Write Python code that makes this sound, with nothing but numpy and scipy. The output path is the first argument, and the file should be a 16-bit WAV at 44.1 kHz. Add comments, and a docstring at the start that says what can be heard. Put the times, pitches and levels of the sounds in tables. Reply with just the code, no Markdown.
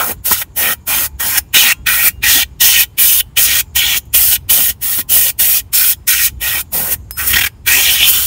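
"""Outdoors by a car: an aerosol can with a thin straw is sprayed in bursts into a steel brake drum, close by.
The jet hisses, splashes and sounds the drum's hollow: shaped noises gated by one valve. Steel modes ring on.
Its wind gusts and thuds on the microphone, a dry puff falls between two bursts, the straw taps the hub once.
Traffic rumbles far off, the air is still and an insect buzzes: slow noises. The loudest peaks clip."""
import sys
import numpy as np
from scipy import signal
from scipy.io import wavfile
from scipy.ndimage import uniform_filter1d, map_coordinates

SR = 44100
rng = np.random.default_rng(int(sys.argv[2]) if len(sys.argv) > 2 else 0)


def transcribe(u):
    """Save the signal u as a 16-bit wav file named by the first command-line argument.

    u: samples, shape (n,) or (channels, n), limited to [-1, 1]; the rate is SR.
    q: integer samples, one column per channel.
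    """
    v = np.clip(np.atleast_2d(u).T, -1, 1)
    q = np.round(v * 32767).astype(np.int16)
    wavfile.write(sys.argv[1], SR, q)


def field_ratio(decibels):
    """Amplitude ratio for a level in dB (20 dB per decade); scalars and array-likes work."""
    return 10 ** (np.asarray(decibels, dtype=float) / 20)


N = 364266
T = np.arange(N) / SR

# spray bursts, one list each, valve fully open to start of closing: t/s, jet level/dB, drum over jet/dB
BURST_PATHS = [
    [(0.0, -16.5, -1), (0.054, -17.5, -14), (0.12, -19.5, -11.5)],
    [(0.26, -11.5, -19), (0.306, -16.5, -14), (0.322, -10.5, -15.5), (0.362, -22.5, -5),
     (0.398, -18.5, -15), (0.425, -22, -3.5)],
    [(0.575, -13.5, -14.5), (0.631, -14.5, -3), (0.725, -16, -3.5), (0.735, -17.5, -6.5)],
    [(0.88, -15, -14.5), (0.884, -15.5, -9.5), (0.95, -14.5, -5), (1.052, -16, -12.5),
     (1.065, -17.5, -13.5)],
    [(1.207, -15, -7.5), (1.219, -17, -8), (1.301, -15, -11), (1.369, -17.5, -2.5), (1.383, -8.5, -8.5),
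     (1.39, -14.5, -10.5)],
    [(1.548, -9, -1), (1.572, -10.5, 5), (1.622, -12, -1.5), (1.716, -16.5, 5.5), (1.725, -14.5, 4)],
    [(1.873, -14.5, 6.5), (1.877, -15.5, 2.5), (1.977, -13.5, -7.5), (2.011, -15, -3.5),
     (2.083, -5.5, -9.5), (2.092, -19, -6)],
    [(2.24, -18.5, 7.5), (2.268, -16.5, 1.5), (2.29, -11.5, -1.5), (2.344, -10, -6), (2.432, -17.5, 3.5)],
    [(2.613, -9, -4), (2.669, -8, -8.5), (2.763, -16, 4), (2.807, -8.5, -7), (2.836, -15, -2)],
    [(2.988, -11.5, -4.5), (3.004, -7.5, -12), (3.194, -11, -12), (3.208, -12.5, 3)],
    [(3.375, -14, 2), (3.385, -12.5, -3), (3.443, -9, -20), (3.487, -16.5, 0), (3.607, -13, -6.5),
     (3.612, -20.5, 1.5)],
    [(3.763, -11.5, -6), (3.829, -19.5, 7), (3.957, -19, 2.5), (3.977, -11.5, -10), (3.983, -16.5, -10)],
    [(4.147, -6, -6.5), (4.183, -8.5, -15.5), (4.289, -11, -18.5), (4.331, -9.5, -7.5),
     (4.347, -11.5, -13.5), (4.363, -18.5, 1.5)],
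    [(4.502, -8.5, -6.5), (4.516, -7, -14), (4.702, -13, -12.5), (4.705, -15.5, -6)],
    [(4.83, -16.5, -13), (4.862, -15, -16), (5.01, -16.5, -13.5), (5.013, -18, -10)],
    [(5.102, -13, -13), (5.144, -6, -17.5), (5.303, -15, -9)],
    [(5.397, -10, -14), (5.407, -8.5, -14), (5.457, -11.5, -11.5), (5.501, -10, -15.5), (5.577, -11.5, -13),
     (5.6, -20.5, -6)],
    [(5.737, -12, -10.5), (5.759, -9, -13.5), (5.847, -12, -10), (5.905, -8, -19.5), (5.933, -19.5, -6.5)],
    [(6.081, -8.5, -9.5), (6.185, -17.5, -2), (6.263, -9, -14), (6.28, -21.5, -1)],
    [(6.42, -20, -4), (6.466, -17, -3), (6.588, -18, -5), (6.613, -17.5, -14)],
    [(6.737, -16.5, -24), (6.751, -15, -18), (6.901, -19, -15), (6.923, -14, -12), (6.939, -14.5, -20),
     (6.945, -23.5, -7.5)],
    [(7.185, -18, -11), (7.193, -18, -3), (7.257, -20, -8), (7.277, -11, -19.5), (7.341, -13.5, 2),
     (7.472, -18, 2.5)],
    [(7.676, -12, -3), (7.682, -12.5, 1.5), (7.818, -13.5, -3), (7.892, -16, 5), (7.928, -11.5, -9),
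     (7.98, -20, 3.5), (8.032, -18, 9), (8.104, -10, -13.5), (8.152, -14, -3.5), (8.26, -15, -12.5)],
]
# modes of backing plate and drum: f/Hz, relative level/dB, t60/s
SHELL_MODES = [(869, 0, .6), (950, -2, .5), (1040, -3, .4), (1392, -6, .4), (1625, -6, .4), (2363, -7, .4),
               (2412, -7, .5), (2665, -9, .4), (2815, -9, .6), (3015, -9, .4), (3095, -8, .6),
               (3270, -9, .4), (3870, -13, .4), (4013, -12, .4), (4837, -14, .5), (5108, -12, .9),
               (7210, -14, .4), (8269, -14, .7), (9227, -16, .5), (11528, -16, .7), (15057, -17, .6)]
# modes of the hub: f/Hz, relative level/dB, t60/s
HUB_MODES = [(5146, 0, .78), (8290, -8, .5), (11567, 0, .5), (15651, -8, .5)]
# colour of tap and puff: f/Hz, relative density/dB per Hz
CRACK_COLOUR = [(600, -25.5), (1500, -12), (4000, -14.5), (8000, -7), (12500, -1.5), (15700, 2.5)]


def unit(x):
    """Scaled to rms 1."""
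    return x / np.sqrt(np.mean(x ** 2) + 1e-20)


def along(points, hz):
    """(f/Hz, level/dB) points read on a log frequency axis, -90 dB outside."""
    f, v = np.transpose(points)
    return np.interp(np.log(hz + 1), np.log(f + 1), v, -90, -90)


def curve(points):
    """(t/s, value) points read along the scene."""
    return np.interp(T, *np.transpose(points))


def wobble(rate_hz):
    """A smooth random curve, rate_hz knots a second."""
    return map_coordinates(rng.standard_normal(int(N * rate_hz / SR) + 4), [T * rate_hz])


def bump(s, ms):
    """A Gaussian of height 1 and standard deviation ms."""
    return np.exp(-.5 * ((T - s) * 1000 / ms) ** 2)


def noise(colour_db, stripes_db, patchy_db, size=512):
    """Noise of rms 1: random stripes stand for echoes off near parts, brief patches for turbulence."""
    hz, t, z = signal.stft(rng.standard_normal(N), SR, nperseg=size)

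    def field(bins, frames):
        rough = rng.standard_normal(z.shape)
        return unit(uniform_filter1d(uniform_filter1d(rough, bins, 0), frames, 1))

    texture_db = stripes_db * field(2, 36) + patchy_db * field(14, 6)
    gain = field_ratio(colour_db(hz[:, None], t) + texture_db)
    gain /= np.sqrt(np.mean(gain ** 2, 0))  # colour leaves the level alone
    return unit(signal.istft(z * gain, SR, nperseg=size)[1][:N])


def steady(points):
    """A colour that does not change in time."""
    return lambda hz, t: along(points, hz) + 0 * t


def ringing(modes):
    """Impulse response, 1 s long: a sum of decaying sines."""
    t = T[:SR]
    return sum(field_ratio(db - 60 * t / t60) * np.sin(2 * np.pi * hz * t) for hz, db, t60 in modes)


def valve_db():
    """0 dB while open; the opening is steep at first and rounds off, the closing is a straight dB ramp."""
    # how briskly the finger works the valve, per burst: opening steepness/(1/ms), closing rate/(dB/ms)
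    valve_rates = [(1.5, 1), (1.3, 1.5), (1.3, 1.5), (1.43, 1.5), (1.5, 1.5), (1.66, 2.5), (1.92, 1),
                   (1.4, 2), (1.8, 1.5), (1.8, 3), (1.87, 2), (1.8, 1.5), (1.7, 2), (1.7, 1), (1.24, 1.5),
                   (1.5, 1.5), (1.8, 1.5), (1.9, 1.5), (2.3, 1), (1.37, 1.5), (1.2, 1.2), (1, 2),
                   (1.36, 1.5)]
    edges = []
    for path, (up, down) in zip(BURST_PATHS, valve_rates):
        before_ms = np.maximum(1000 * (path[0][0] - T), 0)
        opening = -.3 * (up * before_ms) ** 1.368
        closing = 1000 * (path[-1][0] - T) * down
        edges.append(np.minimum(opening, closing))
    return np.max(edges, 0)


def hollow_colour(burst, pocket_db):
    """Drum resonances under a window around the aim's centre, with a narrow pocket resonance there."""
    # drum resonances: f/Hz, width/Hz, level before the rim offset/dB
    hollow_peaks = [(1439, 120, 8), (1893, 29, 7.5), (2404, 390, -4.5), (3080, 240, -5), (3424, 210, -4.5),
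                    (3900, 240, -8.5), (4670, 55, -8)]
    # aim drifting over the drum: t/s, centre of its answer f/Hz, narrowness/(dB/octave^2)
    aim_path = [(0, 2050, 9.5), (.3, 2460, 8), (.7, 2220, 12), (.97, 2564, 14), (1.3, 2240, 14),
                (1.6, 2890, 13.5), (1.9, 2355, 13.5), (2.3, 2930, 14.5), (3.1, 3030, 16.5),
                (3.85, 3060, 20), (4.25, 2960, 17.5), (4.9, 2955, 16.5), (5.8, 2924, 14.5),
                (6.2, 2630, 18.5), (6.6, 2350, 15.5), (7.22, 2000, 15.5), (7.36, 2775, 17),
                (7.681, 2350, 15.5), (7.8, 2830, 34.5), (8.05, 3020, 50), (8.26, 3026, 23)]
    rim_db = -3.5  # on resonances under 2.1 kHz

    def colour_db(hz, t):
        when, centre_hz, narrow = np.transpose(aim_path)
        peaks = sum(field_ratio(2 * (db + rim_db * (c < 2100))) / (1 + (2 * (hz - c) / w) ** 2)
                    for c, w, db in hollow_peaks)
        octaves = np.log2((hz + 1) / np.interp(t, when, centre_hz))
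        pocket = pocket_db[burst(t)] / (1 + (octaves / 0.063) ** 2)
        window = np.minimum(np.interp(t, when, narrow) * octaves ** 2, 60)
        return 10 * np.log10(peaks + field_ratio(-22.5)) + pocket - window

    return colour_db


def spray():
    """Jet, splash, drum hollow and low blow share the valve, the brief changes and the sputter of the flow."""
    # brief changes in the spray: spurts, dips and low gusts of its wind on the microphone:
    # t/s, level change/dB, Gaussian length/ms, extra low change/dB (full on blow, 0.27 on drum)
    brief_changes = [(0.02, -1.5, 16, 6), (0.11, 0, 15, 3), (0.322, 5, 13, -0.5), (0.316, -1.5, 4.5, 20),
                     (0.421, 4.5, 3.7, 7), (1.382, 5, 5.3, -10), (3.385, 3.5, 9.8, -3.5), (4.59, -2, 19, 8),
                     (4.707, -3, 2.2, 8.5), (4.995, 3, 6, 8), (6.78, 0.5, 32, 2), (6.93, 2.5, 16, -8.5),
                     (7.345, -1, 25, 5), (8.015, 0, 14, 3.5), (8.09, 5.5, 11, -2)]
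    # jet cut off rhythmically as it sweeps a coil spring:
    # first dip t/s, end t/s, rate f/Hz, depth/dB (full on drum and blow, 0.36 on jet, 0.6 on splash)
    flutter = (7.327, 7.465, 38.5, 13)
    # what each burst lands on, before the drum-following shares: splash over jet/dB, blow over jet/dB,
    # blow centre f/Hz, pocket resonance at the aim's centre/dB
    landings = [(-6.5, -3.5, 670, -0.5), (-5, -14.5, 710, -0.5), (-8, -13.5, 690, 1), (-5.5, -12, 800, 2),
                (-5, -11.5, 800, -2.5), (-3, -15, 900, 9.5), (-7.5, -20.5, 780, 4.5), (-3, -16, 950, 1.5),
                (-3.5, -21, 900, 7), (-6.5, -25, 820, 6.5), (-2, -16.5, 900, 1.5), (-3.5, -17, 880, 5.5),
                (-5, -22, 870, 5.5), (-4.5, -19.5, 660, 6.5), (-7, -19, 800, -1), (-5, -22.5, 630, 8.5),
                (-4, -20.5, 800, 3.5), (-3.5, -23, 850, -3), (-2, -22.5, 910, 3), (-8.5, -14, 880, 5.5),
                (-5, -6.5, 480, 2), (-6.5, -14, 920, 1.5), (-4, -16, 990, 8.5)]
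    # colours: f/Hz, relative density/dB per Hz; the blow's as when centred on 900 Hz
    jet_colour, splash_colour, blow_shape = [(1200, -23.5), (3000, -19), (6000, -20), (8000, -9),
                                             (9700, -2.5), (10500, -5.5), (11800, -0.5), (14000, -1),
                                             (15700, 3)], [(2500, -7.5), (4000, -10), (4500, -5), (5000, -6),
                                                          (5600, -1.5), (6300, 0), (7500, -5), (9500, -6)], [(100, -19.5), (200, -3),
                                                                          (320, -3), (480, -10.5),
                                                                          (700, 0.5), (1100, 2), (1500, -1),
                                                                          (2500, -12)]

    s, *cols = np.concatenate(BURST_PATHS).T
    jet_db, drum_db = [np.interp(T, s, c) for c in cols]
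    splash_db, blow_db, blow_hz, pocket_db = np.transpose(landings)

    def burst(t):
        """Index of the burst, stepping 40 ms ahead of each."""
        return np.searchsorted([path[0][0] - .04 for path in BURST_PATHS[1:]], t)

    # dB gained for each dB of the drum's answer: 0.37, 0.46
    splash_db = splash_db[burst(T)] + 0.37 * drum_db + 1.5 * wobble(18)
    blow_db = blow_db[burst(T)] + 0.46 * drum_db + 1.3 * wobble(18)

    change_db = sum(db * bump(t, ms) for t, db, ms, _ in brief_changes)
    low_db = sum(db * bump(t, ms) for t, _, ms, db in brief_changes)
    sputter_db = 0.2 * wobble(45) + 0.55 * wobble(220)
    flow_db = jet_db + valve_db() + change_db + sputter_db

    start, end, rate_hz, depth_db = flutter
    during = (T > start - .25 / rate_hz) * (T < end)
    flap_db = -depth_db * np.maximum(np.cos(2 * np.pi * rate_hz * (T - start)), 0) * during

    def blow_colour(hz, t):
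        """The shape slides with the blow's centre."""
        return along(blow_shape, hz * 900 / blow_hz[burst(t)])

    jet_gain = field_ratio(flow_db + 0.36 * flap_db)
    jet = jet_gain * noise(steady(jet_colour), stripes_db=1.5, patchy_db=-0.9)
    splash_gain = field_ratio(flow_db + splash_db + 0.6 * flap_db + 0.9 * wobble(70))
    splash = splash_gain * noise(steady(splash_colour), stripes_db=2.3, patchy_db=1.1)
    drum_gain = field_ratio(flow_db + drum_db + flap_db + 0.27 * low_db + 0.75 * wobble(70))
    drum = drum_gain * noise(hollow_colour(burst, pocket_db), stripes_db=3.0, patchy_db=2.84)
    blow_gain = field_ratio(flow_db + blow_db + flap_db + low_db + 0.65 * wobble(40))
    blow = blow_gain * noise(blow_colour, stripes_db=3.0, patchy_db=4.0)
    return jet + splash + drum + blow


def yard(x):
    """Steel rings on faintly; the car's underside and the ground send back a short tail."""
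    t = T[:SR // 2]
    tail = rng.standard_normal(len(t)) * (field_ratio(-60 * t / 0.054) + field_ratio(-31.5 - 60 * t / 0.28))
    tail /= np.linalg.norm(tail)
    steel = field_ratio(-80) * ringing(SHELL_MODES) + field_ratio(-98) * ringing(HUB_MODES)
    return signal.fftconvolve(x, steel)[:N] + field_ratio(-11.5) * signal.fftconvolve(x, tail)[:N]


def low_rumble():
    """Low noise: far traffic drifting in level, plus brief swells of the jet's wind on the microphone."""
    # far traffic: t/s, level/dB
    traffic_path = [(0, -38), (1.4, -35), (1.66, -41), (2.3, -31.5), (2.7, -36), (4.45, -34), (4.8, -38.5),
                    (5.4, -36), (5.8, -38.5), (7.3, -33.5), (7.9, -34), (8.26, -31.5)]
    # jet's wind on the microphone, raising the rumble: t/s, swell/dB, Gaussian length/ms
    wind_swells = [(.18, 6, 27), (.335, 8.5, 11), (1.84, 7.5, 53), (6.37, 6.5, 37), (6.79, 7, 27),
                   (6.99, 3.5, 72), (7.36, 10.5, 38), (7.66, 2, 25)]
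    # f/Hz, relative density/dB per Hz
    rumble_colour = [(22, -28), (35, -14), (48, -2.5), (57, 3), (70, 2), (85, -4), (105, -4), (150, -12.5),
                     (250, -20.5), (420, -28), (600, -53)]
    wind_db = sum(db * bump(s, ms) for s, db, ms in wind_swells)
    gain = field_ratio(curve(traffic_path) + wobble(7) + wind_db)
    return gain * noise(steady(rumble_colour), stripes_db=-0.5, patchy_db=-1.0, size=8192)


def still_air():
    """Smooth still air: noise of constant level."""
    # f/Hz, relative density/dB per Hz
    air_colour = [(200, -11.5), (300, -9), (550, -15), (950, -12), (1300, -20), (3000, -25.5), (5500, -31),
                  (9000, -32.5), (15700, -37.5)]
    return field_ratio(-54) * noise(steady(air_colour), stripes_db=0.0, patchy_db=-1.5)


def insect():
    """A buzz: narrow band of noise around 7 kHz that swells and fades."""
    # t/s, level/dB
    buzz_path = [(0, -63), (1.5, -63.5), (3.3, -71), (3.72, -59), (4.06, -58.5), (4.4, -77.5), (5.7, -74),
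                 (6.68, -59.5), (7.6, -69), (8.26, -69)]
    # f/Hz, relative density/dB per Hz
    buzz_colour = [(5800, -29.5), (6600, -0.5), (7000, -0.5), (7400, -4.5), (8200, -27.5)]
    gain = field_ratio(curve(buzz_path) + 3 * wobble(30))
    return gain * noise(steady(buzz_colour), stripes_db=-5, patchy_db=-1.5)


def buffets():
    """Gas thrown back thuds on the microphone: short low lumps of turbulence."""
    # t/s, peak gain/dB, Gaussian length/ms
    thuds = [(.322, -32, 10), (4.6, -34, 30), (4.71, -35, 6.5), (7.36, -34.5, 40)]
    # f/Hz, relative density/dB per Hz
    thud_colour = [(90, -14), (140, 1), (220, 1), (350, -6), (550, -8.5), (800, -25.5)]
    gain = sum(field_ratio(db) * bump(s, ms) for s, db, ms in thuds)
    return gain * noise(steady(thud_colour), stripes_db=1.5, patchy_db=-1.5, size=1024)


def singing():
    """Modes left singing: each builds up under the end of a burst and dies at its own rate."""
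    # t/s, mode f/Hz, peak level/dB
    sung_modes = [(.744, 950, -50), (.744, 2363, -55), (1.075, 869, -48), (1.075, 2412, -58),
                  (1.401, 2412, -57), (1.401, 2665, -59), (1.735, 1040, -50), (1.735, 1392, -50),
                  (1.735, 3270, -49), (2.102, 2815, -47), (2.846, 3095, -57), (3.621, 869, -54),
                  (3.621, 7210, -57), (3.993, 869, -55), (3.993, 3015, -57), (4.373, 5108, -62),
                  (5.023, 1040, -51), (5.943, 5146, -61), (6.291, 869, -55), (6.624, 869, -53),
                  (6.953, 8269, -62), (6.953, 11528, -61)]
    t60 = {hz: t for hz, _, t in SHELL_MODES + HUB_MODES}
    out = np.zeros(N)
    for s, hz, db in sung_modes:
        fade_db = np.where(T < s, 400 * (T - s), -60 * (T - s) / t60[hz])
        phase = 2 * np.pi * rng.random()
        out += field_ratio(db + fade_db) * np.sin(2 * np.pi * hz * T + phase)
    return out


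def puff():
    """A faint dry, bright puff of gas: noise with a sudden start and exponential decay."""
    # t/s, starting level/dB, t60/s
    puff_setting = (4.054, -48, .1)
    s, db, t60 = puff_setting
    gain = field_ratio(db - 60 * np.maximum(T - s, 0) / t60) * (T >= s)
    return gain * noise(steady(CRACK_COLOUR), stripes_db=-8.5, patchy_db=1)


def tap():
    """The straw taps the hub: a sharp click and short bright rattle, with the hub's modes ringing."""
    # t/s, crack gain ahead of its decays/dB
    tap_setting = (7.1089, -12)
    s, db = tap_setting
    after = np.maximum(T - s, 0)
    decay = field_ratio(-60 * after / .0015) + field_ratio(-5 - 60 * after / .016) + field_ratio(-18 - 60 * after / .09)
    crack = decay * (T >= s) * noise(steady(CRACK_COLOUR), stripes_db=0, patchy_db=0)
    ring = np.pad(ringing(HUB_MODES), (round(s * SR), N))[:N]
    return field_ratio(db) * crack + field_ratio(-33) * ring


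def scene():
    """One microphone feeds both channels."""
    direct = spray()
    background = low_rumble() + still_air() + insect()
    mix = direct + yard(direct) + background + buffets() + singing() + puff() + tap()
    return np.tile(mix, (2, 1))


def low_pass(x):
    """Removes everything above the highest recorded frequency."""
    return signal.sosfilt(signal.butter(12, 16350, fs=SR, output="sos"), x)


def record(dry):
    """The loudest peaks clip at full scale."""
    mix = np.clip(dry, -1, 1)
    return low_pass(mix)


dry = scene()
out = record(dry)
transcribe(out)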